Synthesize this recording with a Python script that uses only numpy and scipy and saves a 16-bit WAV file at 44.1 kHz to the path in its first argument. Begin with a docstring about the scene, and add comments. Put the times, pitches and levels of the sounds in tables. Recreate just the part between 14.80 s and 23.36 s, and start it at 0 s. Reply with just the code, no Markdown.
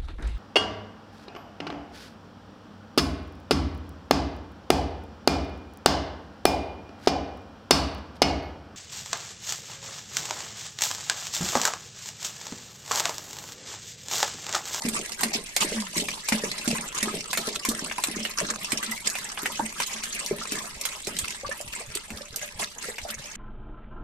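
"""Water pours from a plastic jug into a wide, nearly full plastic tub, outdoors and close by.
From the start air gulps back about three times a second (sinking damped sines), so water lands in slugs:
noise bursts slap, clusters of short sines bubble, ringing ticks spray. From 2 s single bubbles plop.
From 5.9 s soft low thuds join in, from 6.5 s a burble of ringing pockets; the stream thins, the gulps
die out by about 7.3 s and plops remain. A faint filtered-noise rumble of open air runs throughout."""
import sys
import numpy as np
from scipy import signal
from scipy.fft import rfft, irfft
from scipy.io import wavfile
from scipy.ndimage import uniform_filter1d

SR = 44100
rng = np.random.default_rng(int(sys.argv[2]) if len(sys.argv) > 2 else 0)


def dump(signal):
    """Clip the signal to [-1, 1] and save it as 16-bit WAV at the path in sys.argv[1]."""
    limited = np.clip(np.atleast_2d(signal).T, -1, 1)
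    pcm = np.round(limited * 32767).astype(np.int16)
    wavfile.write(sys.argv[1], SR, pcm)


N = 377496
TIME = np.arange(N) / SR

# Colour of the open air. Each row: frequency in Hz, relative density in dB per Hz.
AIR_COLOUR = [(20, 12.5), (60, 4.5), (400, -12.5), (8000, -22)]
# Soft low thuds as air slips into the jug; the stream chokes too. Each entry: time in seconds.
THUDS_S = [5.935, 6.408, 6.642, 6.855, 7.079, 7.311, 7.513, 7.757, 8.202, 8.368]
# Resonances of the jug's air and walls. Each row: frequency in Hz, level in dB, T60 in seconds.
JUG_MODES = [(221.9, -53, 0.19), (413, -53, 0.11), (588, -56.5, 0.33)]
# Gulps of air breaking into the jug. Each row: start in seconds, pitch in Hz, relative level in dB.
GULPS = [(0.05, 258, -21), (0.135, 300, -39), (0.196, 368, -32), (0.431, 252, -26), (0.552, 261, -29),
         (0.846, 360, -22.5), (0.921, 453, -25.5), (1.165, 346, -25.5), (1.221, 287, -27),
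         (1.521, 246, -19), (1.637, 500, -20.5), (1.876, 267, -17), (1.929, 520, -26), (1.983, 180, -41),
         (2.227, 240, -28.5), (2.274, 397, -26), (2.34, 426, -29), (2.577, 270, -31), (2.678, 470, -24.5),
         (2.886, 280, -18.5), (3.024, 302, -31.5), (3.284, 316, -25.5), (3.366, 350, -26.5),
         (3.624, 440, -28), (3.711, 230, -36), (3.93, 290, -26.5), (4.631, 362, -31), (4.797, 330, -27),
         (5.511, 425, -16), (5.72, 293, -28.5), (6.273, 413, -25.5), (7.305, 248, -37)]
# Hums of the air in the jug. Each row: start in seconds, relative level in dB, T60 in seconds.
HUMS_IN_JUG = [(0.066, -18, 0.049), (0.452, -20, 0.041), (0.944, -30, 0.27), (1.54, -16.5, 0.036),
               (1.896, -16.5, 0.049), (2.242, -25, 0.051), (2.902, -28.5, 0.053), (3.384, -33, 0.11),
               (4.077, -31, 0.077), (4.82, -25, 0.064), (5.136, -41.5, 0.1)]
# Single large bubbles in the tub. 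Each row: start in seconds, pitch in Hz, relative level in dB.
LARGE_BUBBLES = [(1.95, 1040, -29.5), (2.282, 1260, -32), (2.849, 1044, -30.5), (3.182, 990, -31),
                 (3.612, 635, -27.5), (4.117, 2040, -33), (4.794, 910, -25), (5.613, 1347, -32),
                 (6.633, 540, -36), (6.646, 1170, -33.5), (6.69, 541, -31.5), (6.713, 1800, -31.5),
                 (6.803, 636, -35.5), (7.012, 683, -39), (7.155, 399, -34), (7.408, 585, -41.5),
                 (7.628, 623, -38.5), (7.815, 1080, -37.5), (8.085, 470, -33), (8.25, 690, -34.5)]
# Single fast drops snapping on the surface. Each row: start in seconds, relative level in dB.
FAST_DROPS = [(0.088, -21), (0.4355, -18.5), (3.2385, -19), (4.115, -25.5), (4.3, -23), (5.0695, -23.5),
              (5.462, -24.5), (6.012, -25.5), (6.812, -27.5), (7.1525, -20.5), (7.5605, -20)]
# Slugs hitting the surface. Each row: time in seconds, crack and body, both as relative level in dB.
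SLUGS = [(0.3192, -26, -38), (0.432, -18, -19.5), (0.7635, -15, -19.5), (0.819, -26, -51),
         (1.169, -22, -37), (1.2848, -26, -29), (1.486, -16, -25.5), (1.5215, -24, -19),
         (1.877, -18.5, -32.5), (2.2278, -17.5, -26), (2.5302, -19.5, -23), (2.5731, -17.5, -22),
         (2.8501, -18, -26.5), (2.888, -16.5, -52), (3.1123, -52, -27.5), (3.237, -18.5, -24.5),
         (3.4503, -28, -24.5), (3.9195, -18, -26), (4.353, -28, -27), (4.574, -48, -28.5),
         (4.657, -26, -24.5), (5.0003, -21.5, -23), (5.2355, -24, -31.5), (5.7194, -21, -32.5),
         (6.0524, -17.5, -29), (6.27, -23.5, -35.5), (6.3872, -16, -61), (7.303, -34, -37.5),
         (8.182, -33.5, -29)]
# Colour of slap bodies. Each row: frequency in Hz, relative density in dB per Hz.
BODY_COLOUR = [(250, -2), (600, 11), (1500, 10.5), (2200, 16), (3000, 12), (5000, -13.5)]
# Colour of spray, cracks and snaps. Each row: frequency in Hz, relative density in dB per Hz.
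SPRAY_COLOUR = [(1800, -15.5), (3000, -6.5), (4300, 0.5), (8000, 4), (10000, -2.5), (12000, -6),
                (14500, -3.5)]
# Colour of the bubbling. Each row: frequency in Hz, relative density in dB per Hz.
BUBBLING_COLOUR = [(350, -3.5), (700, -7), (1040, -1.5), (1450, -6), (2100, 0.5), (3000, -2.5), (4500, -8)]
# Unbroken part of the stream, thinning as the jug empties. Each row: time in seconds, level in dB.
STREAM_LEVEL = [(0.0, -39.5), (2.0, -36.5), (4.5, -37), (6.3, -38.5), (7.3, -44), (8.56, -42.5)]
# Chokes while air forces its way into the neck. Each entry: time in seconds.
CHOKES_S = [0.375, 0.659, 0.745, 1.12, 1.439, 2.135, 2.475, 2.815, 3.165, 3.565, 3.8, 4.235, 4.56, 4.945,
            5.57, 5.995, 6.24, 7.95]
# Gushes that tumble out and splash. Each row: start in seconds, hold in seconds, level in dB.
GUSH_EVENTS = [(0.03, 0.041, -34.5), (0.127, 0.064, -31), (0.388, 0.048, -32.5), (0.531, 0.03, -27.5),
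               (0.802, 0.027, -22), (0.84, 0.17, -37.5), (1.153, 0.057, -29), (1.515, 0.038, -30.5),
               (1.631, 0.021, -33), (1.899, 0.083, -35.5), (2.141, 0.068, -32.5), (2.667, 0.0063, -26),
               (2.751, 0.0057, -28.5), (3.571, 0.049, -31), (3.683, 0.022, -29), (3.81, 0.025, -35.5),
               (3.977, 0.0081, -33), (4.025, 0.025, -31.5), (4.254, 0.025, -28), (4.999, 0.039, -32),
               (5.107, 0.03, -37.5), (5.323, 0.089, -36.5), (5.709, 0.089, -37.5), (6.364, 0.16, -38),
               (6.923, 0.087, -38), (7.135, 0.04, -38.5), (7.61, 0.041, -35), (7.79, 0.049, -30.5),
               (8.01, 0.097, -38.5), (8.282, 0.058, -37)]

CUTOFF_HZ, SPOT_COUNT = 14200, 8
TUB_T60_S, TUB_ECHO_DB = 0.079, 5
GULP_SUSTAIN = 1.81  # decay exponent: 1 rings freely, more holds before dying, as the flow feeds it
HUM_HZ, HUM_SAG_PER_S = 231.6, 1.5  # sag as a share of the starting pitch
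GURGLE_DB, GURGLE_T60_S = -25, 0.33
NECK_OPEN_S = 6.47  # from here the neck is partly open and burbles
PLOP_S, PLOP_TAIL_T60_S, PLOP_TAIL_DB, PLOP_RISE_SHARE = 0.013, 0.079, -1.5, 0.18
SLAP_ATTACK_S, SLAP_T60_S, SPATTER_T60_S, SPATTER_DB = 0.0027, 0.013, 0.31, -27.5
SURFACE_ECHO_DB = -3  # added to the tub's echo for slaps and snaps
BUBBLE_RISE_SHARE = .13
CHOKE_DEPTH_DB, CHOKE_S, RECOVER_S = 5.5, 0.053, 0.016
GUSH_ATTACK_S, GUSH_T60_S = 0.0066, 0.085


def from_db(db):
    """Decibels to amplitude."""
    return 10 ** (np.asarray(db) / 20)


def rms_one(x):
    """Scale to an RMS of 1."""
    return x / np.sqrt(np.mean(x ** 2) + 1e-20)


def add(out, s, sound):
    """Mix a short sound in at time s."""
    i = int(np.clip(s * SR, 0, N - 1))
    out[i:i + len(sound)] += sound[:N - i]


def cut(x, hz, kind):
    """Second-order low- or high-pass."""
    return signal.sosfilt(signal.butter(2, hz, kind, fs=SR, output="sos"), x + 1e-18)


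def colour(x, spectrum, size=1024):
    """Minimum-phase filter of unit power; beyond the listed points it falls 12 dB an octave."""
    log_hz, db = np.log2(np.array(spectrum)[:, 0]), np.array(spectrum)[:, 1]
    grid = np.log2(np.maximum(np.arange(size + 1), .5) * SR / (2 * size))
    octaves_outside = np.abs(grid - np.clip(grid, log_hz[0], log_hz[-1]))
    gain = rms_one(from_db(np.interp(grid, log_hz, db) - 12 * octaves_outside))
    # folding the cepstrum to positive times makes the response causal
    cepstrum = irfft(np.log(gain))[:size] * np.where(np.arange(size) > 0, 2, 1)
    response = irfft(np.exp(rfft(cepstrum, 2 * size)))
    return signal.oaconvolve(x, response[None], axes=1)[:, :N]


def steady(x, window_s):
    """Even out the slow level, leaving the grain."""
    power = uniform_filter1d(np.mean(x ** 2, axis=0), int(window_s * SR) + 1)
    smooth_power = uniform_filter1d(np.abs(power), int(window_s * SR / 2) + 1)
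    return x / np.sqrt(smooth_power.clip(1e-12))


def ring(x, hz, t60_s):
    """A resonance: a unit click leaves a damped cosine of height 1."""
    r = from_db(-60 / (t60_s * SR))
    w = 2 * np.pi * min(hz, .45 * SR) / SR
    return signal.lfilter([1, -r * np.cos(w)], [1, -2 * r * np.cos(w), r * r], x + 1e-18)


def bubble(hz, t60_s, glide_share, attack_per_cycle=5.6, sustain=1):
    """A damped sine whose pitch shifts by glide_share while it dies."""
    t = TIME[:int(t60_s * SR) + 2]
    swell = 1 - np.exp(-attack_per_cycle * hz * t)
    decay = from_db(-60 * (t / t60_s) ** sustain)
    return swell * decay * np.sin(2 * np.pi * hz * t * (1 + glide_share * t / (2 * t60_s)))


def tub(spots, spread_db=6.5, lag_s=0.00024, scatter_hz=520, echo_db=0, samples=9000):
    """Each surface spot reaches two microphones by its own path and its own echoes off the wall."""
    t, out = TIME[:samples], 0
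    for place, sound in zip(np.linspace(-1, 1, len(spots)), spots):
        echoes = rng.standard_normal((2, samples)) * from_db(-60 * t / TUB_T60_S) * (t > .001)
        echoes = cut(rms_one(echoes) / np.sqrt(samples), scatter_hz, "high")
        paths = from_db(TUB_ECHO_DB + echo_db) * echoes
        lag = int(abs(place) * lag_s * SR)
        direct = from_db(spread_db * place * np.array([.5, -.5]))
        paths[[0, 1], [lag * (place < 0), lag * (place > 0)]] += direct
        out = out + signal.oaconvolve(sound[None], paths, axes=1)[:, :N]
    return out


def outdoor_air(level_db=-56.0, apart_db=-3.5):
    """A faint noise rumble, mostly alike at both microphones."""
    mid, side = rng.standard_normal((2, N))
    both = mid + from_db(apart_db) * side * [[1], [-1]]
    return from_db(level_db) * colour(both, AIR_COLOUR, size=4096)


def thuds(level_db=-36.5, low_hz=50, high_hz=230, spread_s=0.05, cycles=4, pockets=9):
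    """Each dull thud is a quick tumble of large air pockets in the jug, each only a few swings long."""
    out = np.zeros(N)
    for s in THUDS_S:
        for wait, pitch in rng.random((pockets, 2)):
            hz = low_hz * (high_hz / low_hz) ** pitch
            pocket = bubble(hz, cycles / hz, glide_share=0)
            add(out, s - .01 + spread_s * wait, from_db(level_db) * pocket)
    return out


def jug(x):
    """The hollow jug rings on after whatever stirs it."""
    return x + sum(from_db(db) * ring(x, hz, t60_s) for hz, db, t60_s in JUG_MODES)


def churn(per_s, cycles, low_hz, high_hz, glide_share):
    """Large air pockets tumble through the water, each ringing briefly at its own pitch; RMS 1."""
    out = np.zeros(N)
    for when, pitch, size in rng.random((int(per_s * N / SR), 3)):
        hz = low_hz * (high_hz / low_hz) ** pitch
        add(out, when * N / SR, size * bubble(hz, cycles / hz, glide_share))
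    return rms_one(out)


def stirring():
    """Strength of the gurgle: each gulp stirs the jug's water, a louder one somewhat more; it settles."""
    power = np.zeros(N)
    for s, _, db in GULPS:
        add(power, s, from_db(GURGLE_DB + db / 2 - 60 * TIME[:SR] / GURGLE_T60_S) ** 2)
    return np.sqrt(power)


def gulps(gulp_cycles=9, glide_share=-0.3):
    """A gulp swings a few times, sinking in pitch; the jug's air hums and sags as it dies."""
    out = np.zeros(N)
    for s, hz, db in GULPS:
        add(out, s, from_db(db) * bubble(hz, gulp_cycles / hz, glide_share, sustain=GULP_SUSTAIN))
    for s, db, t60_s in HUMS_IN_JUG:
        hum = bubble(HUM_HZ, t60_s, -HUM_SAG_PER_S * t60_s, attack_per_cycle=0.51, sustain=GULP_SUSTAIN)
        add(out, s, from_db(db) * hum)
    return out


def plops(level_db=0.0, attack_per_cycle=1.6, echo_db=-3, wobble_depth=0.43, samples=4000):
    """Large bubbles pinch off under the jug's mouth; each note wobbles in level and swoops up as it rises."""
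    spots, t = np.zeros((SPOT_COUNT, N)), TIME[:samples]
    shape = from_db(-60 * (t / PLOP_S) ** 3) + from_db(PLOP_TAIL_DB - 60 * t / PLOP_TAIL_T60_S)
    for k, (s, hz, db) in enumerate(LARGE_BUBBLES):
        pitch_hz = hz * (1 + PLOP_RISE_SHARE * rng.random() * (np.tanh(t / PLOP_S) - .5))
        wobble = 1 + wobble_depth * rms_one(cut(rng.standard_normal(samples), hz / 2, "low"))
        swell = 1 - np.exp(-attack_per_cycle * hz * t)
        note = swell * wobble * np.sin(2 * np.pi * np.cumsum(pitch_hz) / SR)
        add(spots[k % SPOT_COUNT], s, from_db(db + level_db) * shape * note)
    return tub(jug(spots), spread_db=-2.5, lag_s=.0001, echo_db=echo_db)


def snaps(level_db=18.5, t60_s=0.006, samples=600):
    """A fast drop hits the open surface with one short bright crack of noise."""
    spots = np.zeros((SPOT_COUNT, N))
    decay = from_db(-60 * TIME[:samples] / t60_s)
    for k, (s, db) in enumerate(FAST_DROPS):
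        crack = rms_one(rng.standard_normal(samples) * decay) / np.sqrt(samples)
        add(spots[k % SPOT_COUNT], s, from_db(db + level_db) * crack)
    return tub(colour(spots, SPRAY_COLOUR), lag_s=0, echo_db=SURFACE_ECHO_DB)


def slaps(crack_db=18.5, body_db=22.5, grain_db=3.5, samples=4000):
    """A noise burst builds as the slug sinks in, dies fast and leaves quieter, ragged spatter."""
    cracks, bodies = np.zeros((2, SPOT_COUNT, N))
    t = TIME[:samples]
    after = np.maximum(t - SLAP_ATTACK_S, 0)
    decay = from_db(-60 * after / SLAP_T60_S) + from_db(SPATTER_DB - 60 * after / SPATTER_T60_S)
    shape = np.minimum(t / SLAP_ATTACK_S, 1) ** 2 * decay
    for k, (s, crack, body) in enumerate(SLUGS):
        noise, ragged = rng.standard_normal((2, samples))
        burst = rms_one(noise * from_db(grain_db * ragged) * shape) / np.sqrt(samples)
        start_s = s - SLAP_ATTACK_S / 2
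        add(cracks[k % SPOT_COUNT], start_s, from_db(crack + crack_db) * burst)
        add(bodies[k % SPOT_COUNT], start_s, from_db(body + body_db) * burst)
    slap = colour(cracks, SPRAY_COLOUR) + colour(bodies, BODY_COLOUR)
    # slugs land near the middle, so arrival times at the two sides differ little
    return tub(slap, lag_s=.00005, echo_db=SURFACE_ECHO_DB)


def spray(drops_per_s=680, size_db=5.0, burst_t60_s=0.0099, tick_t60_s=0.0018,
          low_hz=2200, high_hz=12500, samples=900):
    """Each falling drop bursts into a few milliseconds of tiny ticks ringing at its own pitch."""
    spots = np.zeros((SPOT_COUNT, N))
    burst = from_db(-60 * TIME[:samples] / burst_t60_s)
    for when, size, pitch, spot in rng.random((int(drops_per_s * N / SR), 4)):
        hz = low_hz + pitch * (high_hz - low_hz)
        ticks = ring(burst * rng.laplace(size=samples), hz, tick_t60_s)
        strength = from_db(-size_db * np.log(0.0061 + size))  # few drops are strong
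        add(spots[int(spot * SPOT_COUNT)], when * N / SR, strength * ticks)
    return steady(colour(tub(spots), SPRAY_COLOUR), window_s=0.056)


def bubbling(clusters_per_s=170, size_db=4.2, cycles=20, low_hz=520, high_hz=5200,
             spread_s=.025, climb_per_s=6, bubbles=6):
    """Air dragged under breaks into quick, loosely climbing runs of bubbles; most rise, a few sag."""
    spots = np.zeros((SPOT_COUNT, N))
    for when, size, pitch, spot in rng.random((int(clusters_per_s * N / SR), 4)):
        centre_hz = low_hz * (high_hz / low_hz) ** (pitch ** .6)
        strength = from_db(-size_db * np.log(0.02 + size)) * np.sqrt(centre_hz / low_hz)
        for wait, life, detune in rng.random((bubbles, 3)):
            climb = 1 + climb_per_s * spread_s * (wait - .5)
            hz = centre_hz * climb * 2 ** ((detune - .5) / 2)
            note = bubble(hz, cycles * (.5 + life) / hz, BUBBLE_RISE_SHARE * (2 * life - .5))
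            add(spots[int(spot * SPOT_COUNT)], when * N / SR + spread_s * wait, strength * note)
    return steady(colour(tub(spots), BUBBLING_COLOUR), window_s=0.024)


def lumps(per_s=32, t60_s=0.018, height=2.85, rise_s=0.0018):
    """The stream breaks into lumps; each swells the bubbling and spray at once and dies away. Power 1."""
    arrivals = (rng.random(N) < per_s / SR) * rng.random(N)
    lift = signal.lfilter([height], [1, -from_db(-60 / (t60_s * SR))], arrivals + 1e-18)
    return steady(1 + uniform_filter1d(lift, int(rise_s * SR) + 1)[None], window_s=0.096)


def stream():
    """Strength of landing water: thins towards each choke, springs back; gushes swell, hold and die."""
    db = np.interp(TIME, *np.transpose(STREAM_LEVEL))
    for s in CHOKES_S + THUDS_S:
        distance = np.abs(TIME - s) / np.where(TIME < s, CHOKE_S, RECOVER_S)
        db -= CHOKE_DEPTH_DB * np.exp(-np.minimum(distance, 10) ** 2)
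    power = from_db(db) ** 2
    for s, hold_s, level_db in GUSH_EVENTS:
        t = TIME[:int((hold_s + GUSH_T60_S) * SR)]
        decay = from_db(level_db - 60 * np.maximum(t - hold_s, 0) / GUSH_T60_S)
        gush = np.minimum(t / GUSH_ATTACK_S, 1) * decay
        add(power, s, gush ** 2)
    return np.sqrt(power)


def scene(bubbling_db=-1.0, spray_db=0.8, churn_db=-16.5, burble_db=-15):
    """Splash in the tub, gulping jug above it, open air; once the neck opens, burbling joins in."""
    flow = stream()
    neck_open = np.clip((TIME - NECK_OPEN_S) / .5, 0, 1)
    splash = flow * lumps() * (from_db(bubbling_db) * bubbling() + from_db(spray_db) * spray())
    splash = splash + slaps() + snaps()
    gurgle_strength = stirring() + from_db(churn_db) * flow
    gurgle = gurgle_strength * churn(per_s=520, cycles=10.9, low_hz=159, high_hz=775, glide_share=0.027)
    burble_strength = from_db(burble_db) * neck_open * flow
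    burble = burble_strength * churn(per_s=55, cycles=33, low_hz=455, high_hz=980, glide_share=0.061)
    hollow = jug(gulps() + gurgle + burble)
    gulping = tub(hollow[None], spread_db=0, lag_s=0, echo_db=-6)
    return splash + plops() + gulping + thuds() + outdoor_air()


def record(dry, left_dull_share=0.43, dull_hz=7000):
    """The left microphone is a little duller; the top is cut steeply."""
    soft = signal.lfilter(*signal.butter(1, dull_hz, fs=SR), dry[0])
    heard = np.array([dry[0] + left_dull_share * (soft - dry[0]), dry[1]])
    return signal.sosfilt(signal.ellip(10, .2, 80, CUTOFF_HZ, fs=SR, output="sos"), heard)


dry = scene()
out = record(dry)
dump(out)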